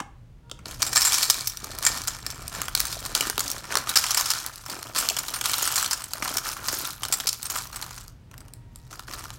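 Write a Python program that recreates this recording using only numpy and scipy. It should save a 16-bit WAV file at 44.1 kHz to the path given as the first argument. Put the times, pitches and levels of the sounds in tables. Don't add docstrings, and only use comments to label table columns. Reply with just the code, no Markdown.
import sys
import numpy as np
from scipy import signal
from scipy.fft import rfft, irfft
from scipy.io import wavfile
from scipy.ndimage import uniform_filter1d

SR = 44100
rng = np.random.default_rng(int(sys.argv[2]) if len(sys.argv) > 2 else 0)


def to_wav(s):
    ch = np.atleast_2d(s).T
    pcm = np.round(np.clip(ch, -1, 1) * 32767)
    wavfile.write(sys.argv[1], SR, pcm.astype(np.int16))


N = 413658
T = np.arange(N) / SR

# frequency_hz, level_db
BODY_COLOUR = [(150, -20.5), (450, -17.5), (750, -5), (1050, 2.5), (1350, 5.5), (1750, -1.5), (2200, -5),
               (3000, -7.5), (5000, -48.5)]
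# frequency_hz, level_db
EDGE_COLOUR = [(6000, -44.5), (9500, -11), (11300, -1.5), (13500, -3), (15800, -4)]
USUAL_RING_HZ = 5300


def undb(db):
    return np.exp(np.asarray(db) * (np.log(10) / 20))


def unit(x):
    return x / np.sqrt(np.mean(x ** 2) + 1e-20)


def over_time(points):
    return np.interp(T, *np.transpose(points))


def response(points, size=1024):
    hz, db = np.transpose(points)
    grid = np.maximum(np.fft.rfftfreq(size, 1 / SR), 1)
    colour_db = np.interp(np.log(grid), np.log(hz), db)
    cepstrum = irfft(np.log(undb(colour_db)))
    cepstrum[1:size // 2] *= 2
    cepstrum[size // 2 + 1:] = 0
    h = irfft(np.exp(rfft(cepstrum)))
    return h / np.linalg.norm(h)


def through(x, h):
    return signal.oaconvolve(x, h)[:len(x)]


def resonate(x, hz, width_hz):
    hz = min(hz, SR / 2 - 2000)
    return signal.lfilter(*signal.iirpeak(hz, hz / width_hz, fs=SR), x)


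def walk(rate):
    knots = rng.standard_normal(int(T[-1] * rate) + 2)
    return np.interp(T * rate, np.arange(len(knots)), knots)


def tones(rows, waver_db, waver_hz):
    total = 0
    for hz, db in rows:
        level = undb(db + waver_db * walk(2.13))
        phase = 2 * np.pi * np.cumsum(hz + waver_hz * walk(9.8)) / SR
        total = total + level * np.sqrt(2) * np.sin(phase)
    return total


def grains(rate, spread_db):
    chance = rng.random(N) * SR / rate
    hit = chance < 1
    x = np.zeros(N)
    x[hit] = undb(spread_db * np.minimum(-np.log(chance[hit] + 1e-12), 4))
    return x / np.sqrt(np.abs(uniform_filter1d(x ** 2, size=2205)) + 1e-6)


def patter(rate, spread_db, decay_ms, grind=0):
    decay = np.exp(-2000 / (SR * decay_ms))
    power = signal.lfilter([1], [1, -decay], grains(rate, spread_db) ** 2)
    return unit(np.sqrt(power + grind * power.mean()) * rng.standard_normal(N))


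def strikes(rows, crack_db, body_db, edge_db, ring_db, ring_width_hz, snap, stretch, rise_ms, bounce,
            size=2048):
    # frequency_hz, level_db
    crack_colour = [(1200, -33.5), (2300, 0), (3200, -3.5), (4300, 6.5), (5300, 9), (6500, 7), (7700, 7),
                    (9300, 5), (10500, -6), (14000, -38)]
    edge_db_per_octave = 3
    colour_scatter_db = 2
    out, ms = np.zeros(N + size), np.arange(size) / SR * 1000
    body, crack, edge = response(BODY_COLOUR), response(crack_colour), response(EDGE_COLOUR)
    attack = int(.006 * SR)

    def at(x, db):
        return x * undb(db) / np.sqrt(np.mean(x[:attack] ** 2))

    for (s, db, body_rel, hz, decay_ms), noise in zip(rows, rng.standard_normal((len(rows), size))):
        edge_rel = edge_db_per_octave * np.log2(hz / USUAL_RING_HZ) + colour_scatter_db * noise[-3]
        fade_ms = max(stretch * decay_ms, .2)
        rebound_ms = decay_ms * (0.96 + 1.2 * abs(noise[-1]))
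        shape = (1 - np.exp(-ms * 3 / (rise_ms * decay_ms))) * np.exp(-ms / fade_ms)
        rebound = bounce * np.interp(ms - rebound_ms, ms, shape, left=0)
        shiver = noise * (shape + rebound)
        shiver[0] += snap / decay_ms
        ring = at(through(shiver, crack), 0) + at(resonate(shiver, hz, ring_width_hz), ring_db)
        hit = at(ring, crack_db)
        hit = hit + at(through(shiver, body), body_rel + body_db)
        hit = hit + at(through(shiver, edge), edge_rel + edge_db)
        start = max(int(s * SR), 0)
        out[start:start + size] += undb(db) * hit
    return out[:N]


def hum():
    # frequency_hz, level_db
    room_colour = [(20, -25.5), (30, 8), (38, 0.5), (57, 0), (75, -3), (95, -3), (120, 3), (150, -9),
                   (220, -13), (400, -22), (900, -29), (2500, -35.5), (6000, -42.5), (15000, -52)]
    # time_s, level_db
    rumble_course = [(0.0, -46), (0.44, -46.5), (0.73, -38.5), (1.12, -45), (2.61, -38.5), (4.57, -48),
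                     (8.36, -43.5), (9.38, -43)]
    # frequency_hz, level_db
    hum_lines = [(57, -64.5), (111, -66.5), (123.8, -66), (167, -66.5)]
    # (frequency_hz, level_db)
    whine_rows = [(.42, .64, [(470, -70), (945, -66), (1410, -70)]), (8.4, 9.0, [(937, -72), (1895, -76)])]
    whine_fade_s = 0.048
    rumble = unit(through(rng.standard_normal(N), response(room_colour, size=16384)))
    low_cut = signal.butter(10, 31, "high", fs=SR, output="sos")
    rumble = signal.sosfilt(low_cut, rumble) * undb(over_time(rumble_course) - 3.0)
    whine = 0
    for start, end, partials in whine_rows:
        fade = np.clip(np.minimum(T - start, end - T) / whine_fade_s, 0, 1)
        whine = whine + tones(partials, waver_db=2.5, waver_hz=6) * fade
    return rumble + tones(hum_lines, waver_db=3.0, waver_hz=1.48) + whine


def room(x, wet_db, t60_s, treble_t60_s, table_db, table_ms):
    t = T[:SR]
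    low, high, near = rng.standard_normal((3, SR))
    low = signal.lfilter(*signal.butter(2, 3500, fs=SR), low)
    high = signal.lfilter(*signal.butter(2, 3500, "high", fs=SR), high)
    tail = low * undb(-60 * t / t60_s) + high * undb(-60 * t / treble_t60_s)
    tail *= t > .006
    near *= np.exp(-t * 1000 / table_ms) * (t > .002)
    walls = undb(wet_db) * tail / np.linalg.norm(tail)
    table = undb(table_db) * near / np.linalg.norm(near)
    return x + through(x, walls + table)


def vessel():
    # frequency_hz, level_db, t60_s
    vessel_modes = [(796, -40, 0.23), (826, -39, 0.22), (1010, -57, 0.3), (1292, -61, 0.26),
                    (2150, -48, 0.27), (3025, -52, .2)]
    total = 0
    for hz, db, t60 in vessel_modes:
        fade = undb(db - 60 * np.minimum(T / t60, 3))
        total = total + fade * np.sin(2 * np.pi * hz * T + 2.1 * walk(83))
    return total


def counter_knocks():
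    # start_s, nominal level_db, relative body_db, ring_hz, nominal decay_ms (shortened by stretch)
    knock_rows = [(.001, -35, 11, 2800, 7), (.497, -52, 5, 3600, 3), (.5137, -36, -3, 3380, 3.2),
                  (.59, -51, 6.5, 2300, 5), (.657, -37, -0.5, 4350, 2.3)]
    return strikes(knock_rows, crack_db=3.5, body_db=-3, edge_db=-7, ring_db=9.5, ring_width_hz=620,
                   snap=2.4, stretch=0.54, rise_ms=0.46, bounce=0.13)


def thumps(decay_ms, rise_ms, width_hz, size=4096):
    # start_s, level_db (peak, raised 9.5 dB), pitch_hz
    thump_rows = [(.004, -40, 269), (.513, -45, 330), (1.628, -45, 170), (2.584, -41, 178),
                  (2.966, -40, 600), (3.206, -36, 285), (3.267, -39, 277), (3.295, -41, 277),
                  (3.377, -39, 316), (3.767, -36, 590), (4.721, -44, 277), (5.106, -36, 614),
                  (5.624, -36.5, 540), (6.223, -39, 194), (6.727, -37.5, 387), (7.25, -46, 480)]
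    out, ms = np.zeros(N + size), np.arange(size) / SR * 1000
    for (s, db, hz), noise in zip(thump_rows, rng.standard_normal((len(thump_rows), size))):
        push = noise * (1 - np.exp(-ms / rise_ms)) * np.exp(-ms / decay_ms)
        blow = resonate(resonate(push, hz, width_hz), hz, width_hz)
        start = max(int(s * SR), 0)
        out[start:start + size] += undb(db + 9.5) * blow / np.abs(blow).max()
    return out[:N]


def snapping_creases():
    # start_s, nominal level_db, relative body_db, ring_hz, nominal decay_ms (shortened)
    crease_rows = [(1.4715, -23, -16, 5700, 8.9), (1.572, -32.5, -16, 5800, 1.3),
                   (1.6437, -32.5, -2, 5920, 0.97), (1.787, -31.5, -6, 9900, 0.94),
                   (1.9734, -39, 6, 8100, 1.2), (2.4797, -31.5, -20, 8550, 1),
                   (2.6169, -27.5, 1.5, 6420, 1.3), (2.682, -32, 6, 3340, 2.4),
                   (2.7507, -18, -8.5, 4330, 1.8), (2.7749, -27.5, -4, 4180, 2.5),
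                   (2.802, -20, -9, 9100, 3), (2.8536, -29, -4, 6200, 1.9), (3.0521, -32, -11, 4310, 1.1),
                   (3.0607, -31, -2, 8480, 1.6), (3.1505, -18, -11, 4500, 2.7),
                   (3.2081, -19.5, -16, 2980, 2.5), (3.299, -24, -2.5, 8900, 0.85),
                   (3.3797, -25, 2.5, 3730, 0.62), (3.3937, -24.5, -9.5, 4370, 2.1),
                   (3.4046, -23, -6, 6800, 3.1), (3.4793, -28.5, -20, 5070, 2.4),
                   (3.5012, -28.5, -20, 6400, 3), (3.515, -26.5, -15, 5660, 1.6),
                   (3.7228, -31.5, 7, 8760, 2.1), (3.7544, -21.5, 4, 5500, 0.94),
                   (3.7712, -20.5, 0, 4360, 1.1), (3.8911, -25, -4, 4050, 9.3),
                   (3.8965, -28, -11, 9300, .7), (4.4633, -29, -9, 10000, 1.04),
                   (4.558, -38.5, -22, 10400, 1.7), (4.6617, -36.5, 2, 5370, 3.8),
                   (4.6975, -33, -11, 4600, 11), (4.8287, -34.5, -2.5, 4500, 0.73),
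                   (7.0845, -35, -12.5, 9000, .9), (7.4293, -31, -16, 7840, 1.9),
                   (8.0805, -45, -7, 4970, 0.76), (8.313, -53, 4, 5920, 2.4), (8.3407, -56, 14, 9000, 1.2),
                   (8.379, -46, -4, 7800, 1.9), (8.4045, -48, -5, 8000, 4.4), (8.4825, -53, -5, 8700, 1.8),
                   (8.5365, -43, -20, 7600, 1.1), (8.7586, -43.5, -9, 7400, 1.3)]
    return strikes(crease_rows, crack_db=1.0, body_db=-2.5, edge_db=-2.0, ring_db=-1.0, ring_width_hz=330,
                   snap=1.2, stretch=0.6, rise_ms=0.28, bounce=0.24)


def shaking():
    # start_s, length_s, flow_db, hollow rattle_db, flex_db
    shake_rows = [(0.646, .07, -38.5, -44.5, -44), (0.787, 0.18, -32.5, -40.5, -44.5),
                  (0.939, 0.29, -22, -32.5, -50.5), (1.272, .13, -30, -39, -47.5),
                  (1.605, 0.2, -41, -44, -43.5), (1.811, 0.16, -29, -35.5, -44),
                  (2.057, 0.075, -36, -40.5, -58), (2.215, 0.25, -43.5, -45, -46),
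                  (2.512, .1, -34.5, -36.5, -45), (2.754, 0.18, -32, -38.5, -48),
                  (3.004, 0.16, -38, -41, -44.5), (3.136, 0.11, -29, -32.5, -41.5),
                  (3.387, 0.18, -36.5, -40.5, -45), (3.607, 0.12, -40.5, -41, -48),
                  (3.69, 0.092, -33, -33.5, -39.5), (3.857, 0.048, -31.5, -32.5, -46),
                  (3.959, 0.41, -27.5, -34.5, -52), (4.43, 0.027, -38, -37.5, -51),
                  (4.677, .07, -38, -36, -41.5), (4.797, .15, -42.5, -44, -44.5),
                  (4.941, 0.099, -27.5, -31.5, -42), (5.1, 0.51, -37, -39.5, -49),
                  (5.428, .42, -28, -32.5, -51), (5.892, 0.11, -35, -38.5, -62),
                  (6.13, 0.086, -41.5, -39, -46), (6.212, 0.14, -31.5, -35, -41),
                  (6.433, 0.043, -28.5, -31.5, -45), (6.551, 0.18, -40, -37.5, -46.5),
                  (6.635, 0.23, -30.5, -37, -45.5), (7.007, 0.25, -40, -41, -48),
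                  (7.263, 0.059, -37.5, -45, -61), (7.424, 0.067, -40, -41, -53.5),
                  (7.494, 0.092, -30.5, -36.5, -49), (7.72, 0.16, -41, -42.5, -58),
                  (8.3, 0.18, -66, -58, -41.5), (8.716, 0.27, -59.5, -66, -64),
                  (8.895, 0.093, -45.5, -51, -42.5), (9.067, 0.18, -40, -41, -48.5),
                  (9.3, .04, -47.5, -52, -46)]
    # start_s, end_s, flow_db, hollow rattle_db, flex_db
    creep = (1.3, 8, -44, -48, -54)
    attack_s, settle_s = .016, .17

    def swell(start_s, end_s, t):
        rise = np.clip((t - start_s) / attack_s, 0, 1)
        return rise * np.clip(1 - (t - end_s) / settle_s, 0, 1) ** 2

    t = T[::64]
    gains = np.outer(undb(creep[2:]), swell(*creep[:2], t)) + 1e-6
    for s, length_s, *levels_db in shake_rows:
        gains = np.maximum(gains, np.outer(undb(levels_db), swell(s, s + length_s, t)))
    return [np.interp(T, t, 20 * np.log10(gain)) for gain in gains]


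def sliding(flow_db, rattle_db, flex_db):
    # frequency_hz, level_db
    slide_colour = [(1200, -26.5), (2300, -21), (3300, -0.5), (4400, 3), (5300, 2.5), (6600, 2), (7700, -2),
                    (9300, -1), (10300, -7.5), (11500, -2), (13500, -7.5), (15800, -12.5)]
    # frequency_hz, level_db
    flex_colour = [(70, -29.5), (160, -4.5), (280, 3.5), (450, -1.5), (650, 2), (1000, -4), (2000, -40.5)]
    # time_s, level_db
    stream_course = [(.7, -0.5), (3.0, -49.5), (4.5, -20), (4.95, 2.5), (5.8, 2.5), (6.2, -1), (6.6, -10),
                     (8.9, -14)]
    # time_s, level_db relative to the flow
    wrinkle_course = [(1, -19), (4.5, -17), (5.3, -1), (6.4, -6.5), (7.2, 3), (7.7, -4.5), (9.3, -11)]
    # pitch_hz, width_hz, level_db (raised 0.5 dB below)
    size_rows = [(1300, 630, -9), (2360, 440, -5), (3270, 290, -2), (4110, 490, 1.5), (5440, 790, 3),
                 (7370, 1300, -0.5), (9400, 1300, -5)]
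    usual_flow_db = -38.5
    pace = undb(0.7 * (np.maximum(flow_db, -60) - usual_flow_db))
    contacts = patter(rate=520 * pace, spread_db=4, decay_ms=1.1, grind=.05)
    tumbles = patter(rate=220 * pace, spread_db=4.5, decay_ms=2.0)
    ticks = patter(rate=140, spread_db=10, decay_ms=.6)
    wrinkles = through(ticks, response(EDGE_COLOUR)) * undb(over_time(wrinkle_course))
    hollow = resonate(contacts, 3130, 1000) * undb(over_time(stream_course) + 7.5)
    clicks = 0
    for hz, width_hz, db in size_rows:
        touches = patter(rate=90 * pace, spread_db=4.2, decay_ms=1.0)
        clicks = clicks + undb(db + 0.5) * resonate(touches, hz, width_hz)
    grinding = undb(-1) * through(contacts, response(slide_colour))
    crackle = (grinding + clicks + hollow + wrinkles) * undb(flow_db - 5.5)
    rattle = unit(through(0.88 * contacts + tumbles, response(BODY_COLOUR))) * undb(rattle_db - 4.0)
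    buckles = patter(rate=250, spread_db=4.0, decay_ms=4.0)
    flex = unit(through(buckles, response(flex_colour, size=4096)))
    moving = np.clip(undb(rattle_db + 40.5), 0, 1)
    return crackle + rattle + moving * flex * undb(flex_db - 2.0)


def bowl(contacts, empty_db, full_db):
    # frequency_hz, relative level_db, t60_s
    bowl_modes = [(795, -9, 0.36), (1737, -4, 0.057), (1825, 1.5, 0.079), (2313, 0, 0.04), (2435, -1, 0.2),
                  (4400, -1.5, 0.084), (4970, -9.5, 0.079), (5380, -5.5, 0.11), (5230, -4.5, 0.13),
                  (6250, -10.5, .12), (7570, 6.5, .14), (7040, -7, .12), (8000, -14.5, 0.21)]
    ring = 0
    for hz, db, t60 in bowl_modes:
        width_hz = np.log(1000) / np.pi / t60
        ring = ring + undb(db) * resonate(contacts, hz, width_hz)
    return ring * undb(np.interp(T, [1.6, 7], [empty_db, full_db]))


def strays(flow_db, rattle_db, above_db, hollow_db, decay_ms, count=130):
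    when, pitch, length = rng.random((count, 3)).T
    s = (np.arange(count) + when) / count * T[-1]
    db = np.interp(s, T, flow_db) + above_db
    body_db = np.interp(s, T, rattle_db - flow_db) + hollow_db
    ring_hz = USUAL_RING_HZ * 2 ** (1.7 * (pitch - .5))
    return np.column_stack([s, db, body_db, ring_hz, decay_ms * (.5 + length)])


def landing_flakes(flow_db, rattle_db):
    # start_s, nominal level_db, relative body_db, ring_hz, decay_ms
    flake_rows = [(.8201, -18, -15, 5650, 2.8), (.8276, -18, -7, 4900, 0.67), (.8653, -27, -10, 7400, 4.5),
                  (.9301, -23, -7, 5490, 2.8), (.959, -16, -8, 5500, 1.6), (.9674, -15.5, -8.5, 7400, 5.7),
                  (1.0181, -18, -11, 5300, 2.5), (1.0491, -18, -10, 7200, 12),
                  (1.1296, -20.5, -9, 5530, 7.4), (1.1419, -18.5, -13, 5730, 2.8),
                  (1.2312, -19, -15, 4160, 2.9), (1.2998, -12, -12.5, 5240, 2.4),
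                  (1.8443, -34, 1, 7400, 4.1), (1.851, -18, -17, 6900, 1.3),
                  (1.8652, -13.5, -7.5, 6900, 2.95), (2.0742, -26.5, -9, 7300, 1.1),
                  (2.0798, -21, -10.5, 6600, 2), (2.2648, -25, -11, 5200, 1.26),
                  (2.3026, -32, -9, 5500, 3.5), (3.9571, -14.5, -7.5, 5330, 6.8),
                  (3.9714, -13, -11.5, 5150, 1.8), (3.9869, -21, -6, 5060, 3.7),
                  (4.0407, -23.5, 0.5, 5800, 1.3), (4.1072, -19.5, -8.5, 5900, 3.9),
                  (4.1463, -19, -13, 7400, 1.5), (4.1728, -17, -8, 5350, 8.2),
                  (4.2096, -21.5, -5, 6200, 1.7), (4.257, -24.5, -8, 5300, 9.9),
                  (4.3027, -18, -11, 5140, 4.8), (4.9602, -23, -4.5, 4540, 7.3),
                  (4.9855, -20, -19, 7550, 4.8), (5.0886, -15.5, -20, 4270, 0.64),
                  (5.0997, -21.5, -19, 2780, 1.9), (5.1663, -23, -7, 3220, 2.6),
                  (5.187, -22, -11, 6960, 2.6), (5.2827, -27, -7.5, 4090, 2.8),
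                  (5.3383, -26.5, -6, 8900, 10.5), (5.4117, -23.5, -5, 3270, 1.9),
                  (5.457, -20, -6, 4050, 1.9), (5.5337, -22, -5, 4200, 3.4), (5.6268, -21, -9, 6560, 2),
                  (5.6758, -21, -5, 7850, 1.8), (5.7574, -19.5, -11, 6900, 3.8),
                  (5.778, -21, -9, 4300, 9.6), (5.8269, -23, -4.5, 7460, 1.7),
                  (5.8606, -23, -15, 4300, 1.9), (5.9098, -21.5, -9, 5200, 7.7),
                  (5.931, -20, -9, 7300, 1.6), (6.0399, -29.5, -11, 7700, 1.5),
                  (6.1348, -25, -7.5, 4360, 1.26), (6.2239, -29.5, 5.5, 5700, 1.95),
                  (6.2566, -36, 9.5, 5750, 1.9), (6.2776, -27.5, -2, 4280, 2.3),
                  (6.3696, -19.5, -10.5, 5560, 2.1), (6.3822, -25, -2.5, 5340, 2.8),
                  (6.684, -21, -5.5, 5170, 3.2), (6.7273, -28, -6, 6830, 4), (7.0335, -24.5, -5, 3320, 2),
                  (7.0515, -27.5, -4, 4220, 1.3), (7.1243, -17.5, -11, 7430, 6.2),
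                  (7.2008, -26, -5, 3560, 2), (7.2706, -18.5, -18, 5300, 3.9),
                  (7.2893, -17.5, -19, 5200, 1.9), (7.3293, -25.5, -17, 5300, 1.2),
                  (7.4546, -28, -14, 8300, 4.5), (7.4996, -26, -9.5, 6540, 3.6),
                  (7.5565, -29.5, 3.5, 7000, 2.9), (7.7284, -38, -2, 4330, 2.1),
                  (7.7599, -31, -7.5, 7800, 3.4), (7.8147, -35, -9, 6000, .7),
                  (7.825, -29.5, -4, 4300, 2.2), (7.908, -39, 0, 6480, 1.5), (7.9786, -37, -4, 6000, 2.5),
                  (8.9276, -41.5, 4, 6010, 4.3), (8.9943, -39, 5.5, 4600, 1.2),
                  (9.1357, -33.5, -0.5, 4440, 3.9), (9.3043, -38, 0.5, 4200, .8)]
    lesser = strays(flow_db, rattle_db, above_db=1.5, hollow_db=-2.5, decay_ms=1.5)
    return strikes(np.vstack([flake_rows, lesser]), crack_db=-0.85, body_db=-1.63, edge_db=-6, ring_db=-1.5,
                   ring_width_hz=380, snap=4.8, stretch=1.0, rise_ms=0.16, bounce=0.48)


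def scene():
    flow_db, rattle_db, flex_db = shaking()
    surge_db, surge_hz = 1.2, 14
    flow_db = flow_db + surge_db * walk(surge_hz)
    handling = counter_knocks() + vessel() + thumps(decay_ms=3, rise_ms=5.1, width_hz=320)
    load = sliding(flow_db, rattle_db, flex_db)
    flakes = landing_flakes(flow_db, rattle_db)
    close = handling + snapping_creases() + load + flakes
    close = close + bowl(flakes + load, empty_db=4.5, full_db=-13.5)
    heard = room(close, wet_db=-13.5, t60_s=.42, treble_t60_s=.27, table_db=-19.5, table_ms=7.6)
    return (heard + hum())[None]


def record(dry):
    top_cut = signal.ellip(10, .2, 70, 15900, fs=SR, output="sos")
    return signal.sosfilt(top_cut, np.clip(dry, -.85, .85))


dry = scene()
out = record(dry)
to_wav(out)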